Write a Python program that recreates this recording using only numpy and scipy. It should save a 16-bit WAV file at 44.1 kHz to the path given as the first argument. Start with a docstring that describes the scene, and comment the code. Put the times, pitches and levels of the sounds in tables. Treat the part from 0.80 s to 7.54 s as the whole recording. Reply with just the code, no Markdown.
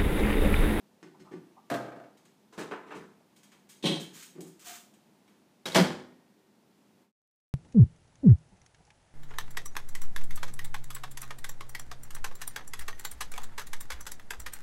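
"""A small kitchen, a few steps from a microwave, over still air and a faint hum. The oven's walls knock, glass squeaks,
and a cover is lifted off the glass turntable, which wobbles; the cover is put down by the stove. A boxed meal is
picked up with cardboard scuffs, lands in the oven and is slid into place with a hiss. The door touches its latch,
then thumps shut and the cabinet booms; the sound fades out. Blows are clicks and room noise through each thing's
colour, with decaying sines that ring on; squeaks and boom are short tones, and the slide and the air coloured noise."""
import sys
import numpy as np
from scipy import signal
from scipy.fft import rfft, irfft
from scipy.io import wavfile
from scipy.ndimage import uniform_filter1d

SR = 44100
rng = np.random.default_rng(int(sys.argv[2]) if len(sys.argv) > 2 else 0)


def generate_wav(signal):
    """Clip the signal to [-1, 1] and save it as 16-bit WAV at the path in sys.argv[1]."""
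    frames = np.transpose(np.atleast_2d(signal))
    scaled = np.clip(frames, -1, 1) * 32767
    pcm = np.round(scaled).astype(np.int16)
    wavfile.write(sys.argv[1], SR, pcm)


N = 297219
TIME = np.arange(N) / SR
SIZE = 32768  # samples in each blow's response, about 0.74 s

# Broad colour of the cardboard box. Each row: frequency in Hz, relative level in dB.
BOX_COLOUR = [(100, -18), (350, -5), (600, -15), (1100, -4), (2000, -3.5), (4500, -5), (8000, -2.5),
              (10500, -11), (15000, -11)]


def amp(db):
    """Decibels to gain."""
    return 10 ** (np.asarray(db) / 20)


def unit(x):
    """Scales to rms 1."""
    return x / np.sqrt(np.mean(abs(x) ** 2) + 1e-20)


def read(points, hz):
    """Reads a table along a log-frequency axis."""
    f, value = np.transpose(points)
    return np.interp(np.log(hz + 1), np.log(f + 1), value)


def add(mix, s, sound):
    """Mixes a sound in at time s, in seconds."""
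    part = mix[round(s * SR):][:len(sound)]
    part += sound[:len(part)]


def tint(x, spectrum):
    """Gives a steady sound a spectrum, at rms 1."""
    gain = amp(read(spectrum, np.fft.rfftfreq(N, 1 / SR)))
    return unit(irfft(rfft(x) * gain, N))


def drift(rate_hz):
    """Random wandering of rms 1, made of noise that thins out above rate_hz."""
    lowpass = np.exp(-(np.fft.rfftfreq(N, 1 / SR) / rate_hz) ** 2)
    return unit(irfft(rfft(rng.standard_normal(N)) * lowpass, N))


def causal(gain):
    """The minimum-phase impulse response with these gains, which rings only after the blow."""
    mirrored = np.r_[gain, gain[-2:0:-1]]
    log_gain = np.log(np.maximum(mirrored, 1e-5))
    spectrum = np.exp(np.conj(signal.hilbert(log_gain)))
    return irfft(spectrum[:len(gain)])


def diffuse(even_hz=600):
    """Dense reflections: below even_hz their level is kept even, above it they come at random."""
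    noise = even = rng.standard_normal(SIZE)
    for size in (2048, 512, 2048, 512, 1024):  # level the noise out in time and pitch
        z = signal.stft(even, nperseg=size)[2]
        even = signal.istft(z / (abs(z) + 1e-12), nperseg=size)[1]
    low = np.fft.rfftfreq(SIZE, 1 / SR) < even_hz
    return irfft(np.where(low, rfft(unit(even[:SIZE])), rfft(noise)))


def kitchen_response(build_s, direct, early_db, early_s, decay, bloom_cycles=0.39, click_s=.0007):
    """A contact as the room returns it: direct click, strong first reflections, a tail whose bass blooms late."""
    # Decay of the room. Each row: frequency in Hz, t60 in seconds before each thing's decay factor.
    room_decay = [(100, .62), (250, .66), (600, .53), (1500, .53), (4000, .48), (8000, .45), (11000, .38),
                  (15000, .37)]
    t, hz = np.arange(SIZE) / SR, np.fft.rfftfreq(SIZE, 1 / SR)
    field, out = rfft(diffuse()), np.zeros(SIZE)
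    centres = [f for f, _ in room_decay]
    for (f, t60), pick in zip(room_decay, np.eye(len(room_decay))):
        band = irfft(field * read(np.c_[centres, pick], hz))
        bloom = 1 - np.exp(-t / (build_s + bloom_cycles / f))
        out += band * bloom * np.exp(-np.log(1000) * t / (t60 * decay))
    out *= 1 + amp(early_db) * np.exp(-t / early_s)
    out[0] += direct * np.exp(-build_s / click_s)  # only a sudden contact clicks
    return out


def strike(blows, colour, modes, ring_db, bass_hz, treble_hz, ripple_db, chatter_db, order=2, **room):
    """Blows on one thing: its colour and resonances, with each blow's own bass and treble, heard in the room."""
    hz, out = np.fft.rfftfreq(SIZE, 1 / SR), np.zeros(N)
    power = amp(read(colour, hz)) ** 2
    for f, width, db in modes:
        power = power + amp(db + ring_db) ** 2 / (1 + ((hz - f) / width) ** 2) ** 2
    # countless small, damped upper modes ripple the colour, the same for every blow
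    ripple = uniform_filter1d(rng.standard_normal(len(hz)), size=40)
    ripple = unit(uniform_filter1d(ripple, size=30))
    gain = np.sqrt(power) * amp(ripple_db * ripple * hz / (hz + 900))
    low = 1 / (1 + (hz / bass_hz) ** 2)
    high = 1 - 1 / (1 + (hz / treble_hz) ** order)
    for s, db, bass_db, treble_db, build_s in blows:
        body = causal(unit(gain * amp(bass_db * low + treble_db * high)))
        flicker = unit(uniform_filter1d(rng.standard_normal(SIZE), size=130))
        chatter = unit(amp(chatter_db * flicker))  # loose parts rattle
        contact = chatter * kitchen_response(build_s, **room)
        add(out, s, amp(db) * signal.fftconvolve(contact, body)[:SIZE])
    return out


def rings(blows, modes, rise_s=0.0012, rise_cycles=4.2):
    """Every blow feeds energy to the thing's lightly damped modes, which ring on after it."""
    t, out = np.arange(SIZE) / SR, np.zeros(N)
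    for hz, mode_db, t60 in modes:
        rise = 1 - np.exp(-t / (rise_s + rise_cycles / hz))  # low modes take longer to swell
        swell = rise * np.exp(-np.log(1000) * t / t60)
        energy = np.zeros(N)
        for s, db, *_ in blows:
            add(energy, s, (amp(db + mode_db) * swell) ** 2)
        out += np.sqrt(2 * energy) * np.sin(2 * np.pi * hz * (TIME - blows[0][0]))
    return out


def settle(start_s, gap_s, db, fade_db, bass_db, thin_db, treble_db, dull_db, build_s, count):
    """A dropped thing rocks to rest: evenly spaced, weakening blows whose bass and treble shift step by step."""
    return [(start_s + k * gap_s, db - k * fade_db, bass_db - k * thin_db, treble_db - k * dull_db, build_s)
            for k in range(count)]


def room_tone(air_db=-63.5, hum_trim_db=-1):
    """Still air as coloured noise of slowly drifting level, and a faint appliance hum of wavering sines."""
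    # Colour of the air. Each row: frequency in Hz, relative level in dB.
    air_colour = [(15, -72.5), (25, -41), (44, -35), (150, -5.5), (172, -5), (202, 3.5), (264, -4.5),
                  (301, -4), (394, -9), (501, -11.5), (903, -14.5), (1210, -20), (4750, -26.5),
                  (10000, -31.5), (15000, -34.5)]
    # Tones of the hum. Each row: frequency in Hz, level in dB before the trim.
    hum_tones = [(199.2, -80), (393.0, -77), (893.6, -84)]
    air = tint(rng.standard_normal(N), air_colour) * amp(air_db + .5 * drift(1.3))
    hum = sum(amp(db) * np.sqrt(2) * np.sin(2 * np.pi * hz * TIME + 1.3 * drift(8.9)) for hz, db in hum_tones)
    return air + amp(hum_trim_db) * hum


def oven_knocks():
    """Knocks on the oven's walls, whose low modes ring on."""
    # Knocks. Each row: start in seconds, level in dB before the trim, extra bass in dB, extra treble in dB,
    # build-up of the contact in seconds.
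    blows = [(.229, -47, -7, 8.5, 0.00061), (.305, -61, -2, 3, 0.0063), (.394, -48, 20, 24, 0.0062),
             (.513, -41.5, -9, -4.5, 0.002), (.524, -40.5, -1.5, -0.5, 0.0038), (3.548, -46, -9, -7, 0.011),
             (3.577, -40, -14, -31, 0.0022), (3.640, -48, 2, 0, 0.0032)]
    # Broad colour of the walls. Each row: frequency in Hz, relative level in dB.
    colour = [(25, -55), (50, -38), (100, -30), (165, 2.5), (240, -5.5), (340, 5), (520, -17.5),
              (700, -20.5), (1200, -23), (2400, -27), (4000, -37.5), (8000, -44), (15000, -68)]
    # Their resonances. Each row: frequency in Hz, width in Hz, level in dB before ring_db is added.
    modes = [(171, 14, 3.5), (335, 90, -3.5), (810, 46, -13), (1187, 37, -14)]
    # Modes that ring on. Each row: frequency in Hz, level in dB against the untrimmed blow, t60 in seconds.
    ringing = [(163, -5.5, 0.27), (374, -4, 0.34)]
    knocks = strike(blows, colour, modes, ring_db=-3.5, direct=57, early_db=-9, early_s=0.012,
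                    decay=0.78, bass_hz=250, treble_hz=1490, ripple_db=4.5, chatter_db=1.0)
    return amp(-1.5) * knocks + rings(blows, ringing)


def squeaks(glide=0.11, waver=0.1, upper_ratio=1.3, upper_db=-3):
    """Each stick-slip is a short wavering tone with a second above it, blurred by the room; the glass rings on."""
    # Squeaks on glass. Each row: start in seconds, pitch in Hz, level in dB, length in seconds before the room blurs it.
    slips = [(0.340, 840, -60.5, 0.021), (0.442, 862, -59, 0.061), (0.763, 881, -54.5, 0.026),
             (2.401, 659, -65.5, 0.018)]
    # The glass ringing on. Each row: frequency in Hz, level in dB against the squeak, t60 in seconds.
    ringing = [(1164, -15, 0.99)]
    out = np.zeros(N)
    for s, hz, db, length in slips:
        u = np.linspace(-1, 1, int(length * SR) + 2)
        bend = glide * u * np.exp(-(length / 0.055) ** 2)  # short slips bend most
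        pitch = hz * (1 + bend + waver * drift(190)[:len(u)])
        phase = 2 * np.pi * np.cumsum(pitch) / SR
        tone = (1 - u ** 2) * (np.sin(phase) + amp(upper_db) * np.sin(upper_ratio * phase))
        wet = signal.fftconvolve(tone, kitchen_response(0, direct=35, early_db=1, early_s=0.027, decay=0.48))
        add(out, s, amp(db) * np.sqrt(len(u)) * wet / np.linalg.norm(wet))
    return out + rings([(s, db) for s, _, db, _ in slips], ringing)


def turntable():
    """The glass turntable is knocked, then wobbles to rest in evenly spaced, weakening blows."""
    # First knocks. Each row: start in seconds, level in dB before the trim, extra bass in dB, extra treble in dB,
    # build-up of the contact in seconds.
    knocks = [(.9003, -36, -34, 9, .0001), (.912, -29.5, 6.5, 3.5, 0.0011), (.939, -30.5, -2, 5, 0.0011)]
    # Broad colour of the glass. Each row: frequency in Hz, relative level in dB.
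    colour = [(29, -79), (50, -51), (118, -7), (177, 2), (292, -1), (494, 3), (674, 4.5), (964, -7.5),
              (1250, -7.5), (1750, -8.5), (1930, -17), (2330, -17), (15000, -39)]
    # Its resonances. Each row: frequency in Hz, width in Hz, level in dB before ring_db is added.
    modes = [(291, 43, 3.5), (680, 37, -24), (1251, 25, -5), (1590, 60, -9.5), (1930, 130, -19),
             (2235, 13, -11.5)]
    # Modes that ring on. Each row: frequency in Hz, level in dB against the untrimmed blow, t60 in seconds.
    ringing = [(125.3, -15, 0.53), (685, -6, 0.36)]
    wobble = settle(start_s=1.0, gap_s=.0395, db=-41.5, fade_db=1.7, bass_db=-8, thin_db=1.0,
                    treble_db=-9.5, dull_db=-0.6, build_s=0.00064, count=7)
    blows = [*knocks, *wobble]
    glass = strike(blows, colour, modes, ring_db=5, direct=8.4, early_db=1.5, early_s=0.014,
                   decay=1.0, bass_hz=266, treble_hz=2500, ripple_db=1.5, chatter_db=1.0)
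    return amp(-3.5) * glass + rings(blows, ringing)


def cover_put_down():
    """The cover meets the surface by the stove in several contacts, some sudden and some soft."""
    # Contacts. Each row: start in seconds, level in dB before the trim, extra bass in dB, extra treble in dB,
    # build-up in seconds.
    blows = [(1.724, -54, -13, 16.5, 0.006), (1.778, -39, 15.5, 13.5, 0.00057),
             (1.787, -37.5, -1.5, 14, 0.004), (1.9125, -36.5, -11.5, -4.5, .0005),
             (2.060, -46.5, -1, 6, 0.027), (2.103, -40.5, -35, -3.5, 0.011), (2.143, -42.5, 18, 18, 0.017)]
    # Broad colour of the cover. Each row: frequency in Hz, relative level in dB.
    colour = [(25, -60), (50, -42), (100, -22.5), (180, -2), (290, -4), (430, 1), (560, -9), (950, -6.5),
              (1500, -9), (2400, -17.5), (3200, -22), (4500, -31.5), (8000, -36.5), (11000, -46.5),
              (15000, -50)]
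    # Its resonances. Each row: frequency in Hz, width in Hz, level in dB before ring_db is added.
    modes = [(406, 64, 3.5), (635, 28, -6), (1015, 18, 1), (1600, 240, -30), (2080, 22, -18)]
    # Modes that ring on. Each row: frequency in Hz, level in dB against the untrimmed blow, t60 in seconds.
    ringing = [(295, -1.5, 0.21), (440, -9.5, 0.41)]
    cover = strike(blows, colour, modes, ring_db=-5, direct=21, early_db=-2.5, early_s=0.032,
                   decay=0.94, bass_hz=266, treble_hz=3620, ripple_db=2.5, chatter_db=1.0, order=4)
    return amp(-1.0) * cover + rings(blows, ringing)


def box_scuffs(bass_db=-16, thinning=.8):
    """Fingers and corners catch on the cardboard; the brighter a scuff, the less body it has."""
    # Scuffs. Each row: start in seconds, level in dB before the trim, brightness in dB,
    # build-up of the contact in seconds.
    scuffs = [(1.372, -64.5, -7, 0.00064), (1.452, -63, -10, 0.00034), (2.560, -59.5, -5, 0.0026),
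              (2.632, -58, -5, .0005), (2.716, -57, -14.5, 0.0034), (2.889, -48.5, 1.5, 0.0082),
              (3.196, -43, -2, 0.007), (3.425, -46.5, 1, 0.00095), (3.607, -50, 8, .0001),
              (3.670, -56, 11, .0032), (3.794, -58, 4, .0005), (4.138, -65, -5, .0003),
              (4.477, -64, -18, 0.00066)]
    blows = [(s, db, bass_db - thinning * bright_db, bright_db, build_s) for s, db, bright_db, build_s in scuffs]
    box = strike(blows, BOX_COLOUR, [], ring_db=0, direct=10, early_db=-0.5, early_s=0.0085,
                 decay=0.98, bass_hz=700, treble_hz=3500, ripple_db=3.5, chatter_db=0.2)
    return amp(-2.5) * box


def meal_landing():
    """The boxed meal lands in the oven, then rocks to rest in blows that weaken, thin and dull."""
    # Landing. Each row: start in seconds, level in dB before the trim, extra bass in dB, extra treble in dB,
    # build-up of the contact in seconds.
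    landing = [(3.026, -44, 8.5, 11, 0.00067), (3.038, -26.5, 14, -2.5, 0.00054),
               (3.053, -26.5, -14, 1.5, 0.0041)]
    # Broad colour of the meal. Each row: frequency in Hz, relative level in dB.
    colour = [(29, -70), (50, -58), (102, -34), (161, -1.5), (266, -6.5), (314, -4), (439, -6), (570, -15),
              (707, -14.5), (1410, -24), (2820, -17), (3260, -12.5), (4660, -23.5), (8070, -28.5),
              (15000, -45.5)]
    # Its resonances. Each row: frequency in Hz, width in Hz, level in dB before ring_db is added.
    modes = [(306, 65, -6.5), (567, 23, -7), (3210, 160, -9.5), (3910, 380, -9.5)]
    # Modes that ring on. Each row: frequency in Hz, level in dB against the untrimmed blow, t60 in seconds.
    ringing = [(162.7, -9.5, 0.53), (320.7, -1, 0.14), (555, -11, 0.32)]
    rocking = settle(start_s=3.089, gap_s=.0305, db=-30.5, fade_db=5, bass_db=8, thin_db=7.0,
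                     treble_db=0.5, dull_db=1.3, build_s=0.002, count=3)
    blows = [*landing, *rocking]
    meal = strike(blows, colour, modes, ring_db=-5.5, direct=8, early_db=-1.5, early_s=0.03,
                  decay=0.9, bass_hz=300, treble_hz=1810, ripple_db=3.5, chatter_db=1.5)
    return amp(-2.0) * meal + rings(blows, ringing)


def push(start_s, length_s, db, attack_s=0.031, sag_db_per_s=30, release_db_per_s=160):
    """The box gets going quickly, slows a little and dies away when the hand stops."""
    t = np.maximum(TIME - start_s, 0)
    fall_db = sag_db_per_s * np.minimum(t, length_s) + release_db_per_s * np.maximum(t - length_s, 0)
    return np.minimum(t / attack_s, 1) * amp(db - fall_db)


def slide(trim_db=-1, grain_db=0.8, grains_per_s=6000, ripple_db=2.5, sing_hz=710, sing_db=-10.5, stutter_db=4):
    """Cardboard catches and slips in grains so fine that they merge to a hiss; the glass sings under the last push."""
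    # Pushes of the box over the glass. Each row: start in seconds, length in seconds before the release,
    # level in dB before the trim.
    pushes = [(3.327, 0.085, -47), (3.786, 0.042, -53.5), (3.842, 0.12, -43)]
    speed = sum(push(*row) for row in pushes)
    grain_gain = amp(grain_db * np.minimum(rng.exponential(1, N), 4))
    slips = rng.standard_normal(N) * grain_gain * (rng.random(N) < grains_per_s / SR)
    hz = np.geomspace(100, 16000, 300)
    colour = np.c_[hz, read(BOX_COLOUR, hz) + ripple_db * rng.standard_normal(len(hz))]  # many small modes
    hiss = tint(unit(slips) + rng.standard_normal(N), colour)
    tone = np.sin(2 * np.pi * sing_hz * TIME + 0.71 * drift(34))
    sing = amp(sing_db + stutter_db * drift(33)) * push(*pushes[-1]) * tone
    return speed * amp(trim_db) * hiss + sing


def cabinet_boom(peak_s=5.019, hz=182, length_s=0.014, db=-20):
    """The door's push swells in the cabinet's lowest mode and drains away."""
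    swell = np.exp(-((TIME - peak_s) / length_s) ** 2)
    return amp(db) * np.sqrt(2) * swell * np.sin(2 * np.pi * hz * (TIME - peak_s))


def door_closing():
    """The door touches its latch, then thumps shut; latch and door each ring on in their own modes."""
    # Touches of the latch, then the thump. Each row: start in seconds, level in dB before the trim,
    # extra bass in dB, extra treble in dB, build-up of the contact in seconds.
    latch_blows = [(4.8555, -34, -3, 12.5, .0015), (4.917, -42.5, -11.5, 9.6, .001)]
    door_blows = [(4.946, -24.5, -8.5, 11.5, 0.00083), (4.955, -17.5, -6.5, 0, .0013),
                  (4.976, -25.5, -4, -2, .0008)]
    # Broad colour of the door. Each row: frequency in Hz, relative level in dB.
    colour = [(24, -62.5), (40, -44.5), (95, -12.5), (138, -9.5), (215, -9), (298, -1.5), (373, -0.5),
              (454, -7.5), (643, -5.5), (746, -12.5), (804, -7), (1250, -13), (1730, -12), (1870, -15.5),
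              (2220, -14.5), (2580, -19), (4790, -21.5), (15000, -39.5)]
    # Its resonances. Each row: frequency in Hz, width in Hz, level in dB before ring_db is added.
    modes = [(184, 30, 3), (371, 12, -1.5), (525, 54, -3.5), (646, 20, -13), (1026, 25, -17.5),
             (1650, 22, -12.5), (2030, 43, -20), (3140, 200, -18.5), (3370, 31, -17), (4150, 120, -25.5),
             (4770, 28, -27.5), (4910, 52, -21)]
    # Modes that ring on. Each row: frequency in Hz, level in dB against the untrimmed blow, t60 in seconds.
    latch_ringing = [(516, -4, 0.14), (1600, -8, .07), (3320, -11.5, .18), (3820, 6, .05)]
    door_ringing = [(164.9, -8, 0.38), (248, -18, 0.82), (364, -9.5, .35), (664, -4, 0.18),
                    (770, -19.5, 0.52), (1095, -18, 0.16), (1434, -22.5, 0.45), (1769, -20.5, 0.4),
                    (1860, -50, 2)]
    door = strike([*latch_blows, *door_blows], colour, modes, ring_db=2.0, direct=5, early_db=-1.5, early_s=0.034,
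                  decay=0.97, bass_hz=303.2, treble_hz=2500, ripple_db=1.25, chatter_db=1.72)
    return amp(-2.5) * door + rings(latch_blows, latch_ringing) + rings(door_blows, door_ringing)


def scene():
    """The room, all the handling and the door."""
    handling = oven_knocks() + squeaks() + turntable() + cover_put_down() + box_scuffs() + meal_landing() + slide()
    return (room_tone() + handling + cabinet_boom() + door_closing())[None]


def record(dry, low_cut_hz=48, edge_hz=15500):
    """A small microphone without deep bass, the closing fade and the band limit."""
    # Overall gain and closing fade. Each row: time in seconds, linear gain.
    fade = [(6.22, 0.91), (6.32, 0.0077)]
    thin = signal.sosfilt(signal.butter(2, low_cut_hz, "high", fs=SR, output="sos"), dry)
    faded = thin * np.interp(TIME, *np.transpose(fade))
    band_limit = signal.firwin(511, edge_hz, window=("kaiser", 9), fs=SR)
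    return signal.oaconvolve(faded, band_limit[None], "same")


dry = scene()
out = record(dry)
generate_wav(out)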